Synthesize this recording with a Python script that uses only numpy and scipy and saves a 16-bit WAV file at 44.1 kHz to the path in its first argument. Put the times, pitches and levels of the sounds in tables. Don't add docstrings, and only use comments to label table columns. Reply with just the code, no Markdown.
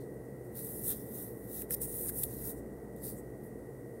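import sys
import numpy as np
from scipy import signal
from scipy.fft import rfft, irfft
from scipy.io import wavfile
from scipy.ndimage import map_coordinates

SR = 44100
rng = np.random.default_rng(int(sys.argv[2]) if len(sys.argv) > 2 else 0)


def generate_wav(signal):
    frames = np.transpose(np.atleast_2d(signal))
    scaled = np.clip(frames, -1, 1) * 32767
    pcm = np.round(scaled).astype(np.int16)
    wavfile.write(sys.argv[1], SR, pcm)


N = 176400


def undb(db):
    return 10 ** (np.asarray(db) / 20)


def unit(x):
    return x / np.sqrt(np.mean(x ** 2) + 1e-30)


def colour(x, spectrum):
    hz, db = np.array(spectrum, float).T
    f = np.maximum(np.fft.rfftfreq(N, 1 / SR), 1)
    gain = undb(np.interp(np.log(f), np.log(hz), db))
    return unit(irfft(rfft(x) * gain, N))


def drift(hz):
    f = np.fft.rfftfreq(N, 1 / SR)
    return unit(irfft(rfft(rng.standard_normal(N)) * np.exp(-(f / hz) ** 2), N))


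def resonance(hz, width):
    b, a = signal.iirpeak(hz, 1 / width, fs=SR)
    return unit(signal.lfilter(b, a, signal.lfilter(b, a, rng.standard_normal(N))))


# frequency in Hz, relative level in dB.
VENT_SPECTRUM = [(20, -30), (42, -28.5), (62, -8.5), (80, -12), (92, -15.5), (119, 1.5), (135, -2.5),
                 (156, -13.5), (205, -1), (250, -7.5), (296, -1), (323, -7), (355, -4), (386, -5),
                 (430, -1), (478, -2), (522, -9), (720, -17), (1010, -27.5), (1750, -36.5), (2280, -59),
                 (3850, -110)]
HISS_SPECTRUM = [(1000, -13), (1750, 1), (1950, 12), (2300, -5), (3300, -12.5), (5000, -8.5), (7900, -4),
                 (8200, 3.5), (9200, 0.5), (10200, 3), (11000, -1.5), (11900, 3.5), (13000, 0), (15600, -1)]
# time in seconds, gain in dB.
VENT_SWELL = [(0, -0.5), (1.2, -0.5), (2.5, 1), (3.3, -0.2), (4, -0.7)]


def ventilation(t, rush_db=-46, hiss_db=-65.5):
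    swell_db = np.interp(t, *np.array(VENT_SWELL).T)
    rush = undb(rush_db + swell_db) * colour(rng.standard_normal(N), VENT_SPECTRUM)
    return rush + undb(hiss_db) * colour(rng.standard_normal(N), HISS_SPECTRUM)


# time in seconds, level in dB.
HUM_ENVELOPE = [(0, -63), (.6, -67), (.85, -59), (1.3, -69), (1.6, -55), (2.4, -53.5), (2.9, -57.5),
                (3.3, -58), (4, -61)]
# frequency in Hz, level in dB, rms frequency wander in Hz.
MOTOR_PARTIALS = [(129.2, -56, 3.87), (173.6, -65, 1.33), (217.3, -63.5, 2.9), (237, -67.5, 1.43),
                  (359, -60, 1.75), (436, -63.5, 3.5), (491.7, -67.5, 1.84), (531, -71.5, 4.2),
                  (1560, -84, 2.4), (1880, -72.5, 0.57), (1943, -71.5, 0.54), (2014, -82, 3)]


def appliance(t, hum_hz=58.86):
    def tone(hz, wander_hz):
        frequency = hz + wander_hz * drift(hz=12.56)
        return np.sqrt(2) * np.sin(2 * np.pi * np.cumsum(frequency) / SR)
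    hum = undb(np.interp(t, *np.array(HUM_ENVELOPE).T)) * tone(hum_hz, wander_hz=.46)
    return hum + sum(undb(db) * tone(hz, wander_hz) for hz, db, wander_hz in MOTOR_PARTIALS)


def room(x, t60_s=.3, tail_db=-22):
    age = np.arange(SR // 2) / SR
    tail = rng.standard_normal(len(age)) * np.exp(-np.log(1000) * age / t60_s) * (age > .004)
    return x + undb(tail_db) * signal.fftconvolve(x, tail / np.linalg.norm(tail))[:N]


# frequency in Hz, relative level in dB.
SKIN_SPECTRUM = [(800, -46), (2800, -31), (4500, -34), (6000, -26), (7800, -13.5), (8300, -4.5), (9500, -2),
                 (10200, -3), (11700, .5), (12500, 0), (14200, -0.5), (15400, -1.5)]


def skin_response(excitation):
    return colour(excitation, SKIN_SPECTRUM)


# start in seconds, crack level in dB, pocket resonance in Hz, pocket level in dB.
SKIN_SNAPS = [ (.011, -51, 3800, -72), (.141, -53, 3800, -80), (.554, -35, 3800, -66),
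              (1.6195, -26, 1900, -52), (1.7072, -20, 1650, -43), (1.7435, -31, 1800, -57),
              (2.0605, -35, 1500, -49), (2.0948, -27, 1550, -44), (2.2338, -16, 3600, -43),
              (2.2366, -17, 3700, -48), (2.963, -43, 3800, -72), (3.039, -36, 4500, -62),
              (3.434, -48, 3800, -78)]


def skin_snaps(t, rise_s=.0007, crack_decay_s=.0014, pocket_decay_s=.0028):
    skin, out = skin_response(rng.standard_normal(N)), np.zeros(N)
    for start, crack_db, pocket_hz, pocket_db in SKIN_SNAPS:
        age = np.maximum(t - start, 0)
        crack = undb(crack_db) * skin * np.exp(-age / crack_decay_s)
        pocket = undb(pocket_db) * resonance(pocket_hz, width=.55) * np.exp(-age / pocket_decay_s)
        out += np.minimum(age / rise_s, 1) * (crack + pocket)
    return out


def turning(x, rate_hz=22, depth_db=2.5, band_hz=379):
    f, _, spectrogram = signal.stft(x, SR, nperseg=512)
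    frames = spectrogram.shape[1]
    rates = np.fft.rfftfreq(frames, N / SR / frames)
    bands = rng.standard_normal((128, frames))
    bands = unit(irfft(rfft(bands) * np.exp(-(rates / rate_hz) ** 2), frames))
    grid = np.meshgrid(f / band_hz, np.arange(frames), indexing="ij")
    swell = map_coordinates(bands, grid, order=1, mode="mirror")
    return unit(signal.istft(spectrogram * undb(depth_db * swell), SR)[1][:N])


def slips(per_s=14000, scatter_db=3.5, smooth_share=.71):
    clicks = (rng.random(N) < per_s / SR) * rng.choice([-1, 1], N)
    clicks = clicks * undb(scatter_db * rng.standard_normal(N))
    return np.sqrt(1 - smooth_share) * unit(clicks) + np.sqrt(smooth_share) * rng.standard_normal(N)


# frequency in Hz, relative level in dB.
PALM_SPECTRUM = [(500, -4), (1000, -1.5), (1800, 0), (2600, -8.5), (3200, -9.5), (3800, 3), (4500, -2),
                 (5400, 4), (7000, 3.5), (10000, -10)]
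# time of reaching full speed in seconds, rise in seconds per 20 dB,
# hold in seconds, fall in seconds per 20 dB, level in dB, relative palm level in dB,
# treble tilt in dB, resonance of the gap between the hands in Hz, relative gap level in dB.
HAND_STROKES = [ (.008, .02, .01, .05, -62, -10, -3, 4300, -14),
                (.445, .02, .01, .12, -65, -24, 0, 8300, -10),
                (.572, .04, .027, .1, -42.3, -20, -1, 4200, -26),
                (.642, .06, .02, .32, -42.3, -25, 0, 11500, -9), (.77, .2, .05, .1, -46, -25, 0, 11500, -7),
                (.843, .025, .02, .05, -38, -25, -1, 11600, -9),
                (.882, .06, .02, .065, -32.3, -27, 0, 11800, -10),
                (.91, .05, .016, .03, -37.5, -15.5, 0, 3600, -19),
                (.95, .03, .01, .33, -48.5, -19, 0, 3400, -32),
                (1.165, .13, .055, .14, -42.3, -23, 0, 11800, -16),
                (1.39, .2, .08, .1, -59.5, -24, 0, 11700, -9),
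                (1.55, .11, .07, .035, -41.3, -20, 1, 11800, -10),
                (1.715, .018, .033, .006, -33, -21, 0, 5600, -27),
                (1.763, .01, .008, .09, -50.5, -22, 0, 11500, -10),
                (1.818, .016, .02, .06, -34, -25, 0, 9400, -13),
                (1.885, .06, .065, .1, -42.3, -24.5, 0, 9400, -12),
                (1.97, .08, .1, .06, -38, -29, 0, 10800, -12),
                (2.088, .025, .008, .014, -33.8, -21, -2, 9900, -7),
                (2.183, .1, .057, .045, -37, -25.5, 0, 11400, -5),
                (2.3, .14, .09, .1, -47.8, -18.5, 0, 11600, -10),
                (2.455, .12, .053, .04, -39.2, -21.5, -.5, 11800, -10),
                (2.57, .05, .02, .05, -58, -18, -2, 8400, -7), (2.975, .01, .03, .1, -61, -20, 0, 8300, -9),
                (3.044, .04, .052, .07, -41.5, -22, -1, 4800, -24),
                (3.175, .04, .017, .035, -55.5, -23, -1, 8400, -5),
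                (3.44, .02, .03, .08, -62, -25, 0, 10300, -9)]


def rubbing(t, tilt_hz=11000, grip_hz=160, grip_db=1.05, nudge_hz=127.6, nudge_db=-55):
    skin = turning(skin_response(slips()))
    palm = turning(colour(slips(), PALM_SPECTRUM))
    skin_power = np.full(N, 1e-18)
    palm_power, weighted_tilt, gaps = np.zeros((3, N))
    for at, rise, hold, fall, db, palm_db, tilt_db, gap_hz, gap_db in HAND_STROKES:
        decades_down = np.maximum(at - t, 0) / rise + np.maximum(t - at - hold, 0) / fall
        strength = undb(db - 20 * np.minimum(decades_down, 10))
        power = strength ** 2
        skin_power += power
        palm_power += power * undb(palm_db) ** 2
        weighted_tilt += power * tilt_db
        gaps += strength * undb(gap_db) * resonance(gap_hz, width=.22)
    lower = signal.sosfiltfilt(signal.butter(2, tilt_hz, fs=SR, output="sos"), skin)
    tilt = undb(weighted_tilt / skin_power / 2)
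    tilted_skin = lower / tilt + (skin - lower) * tilt
    swish = tilted_skin * np.sqrt(skin_power) + palm * np.sqrt(palm_power) + gaps
    nudge = undb(nudge_db) * unit(resonance(nudge_hz, width=1) * skin_power ** .09)
    grip = undb(grip_db * drift(grip_hz))
    return swish * grip + nudge


def scene():
    t = np.arange(N) / SR
    hands = room(rubbing(t) + skin_snaps(t))
    return (hands + appliance(t) + ventilation(t))[None]


def record(dry, cutoff_hz=15720):
    return signal.sosfilt(signal.ellip(12, .1, 80, cutoff_hz, fs=SR, output="sos"), dry)


dry = scene()
out = record(dry)
generate_wav(out)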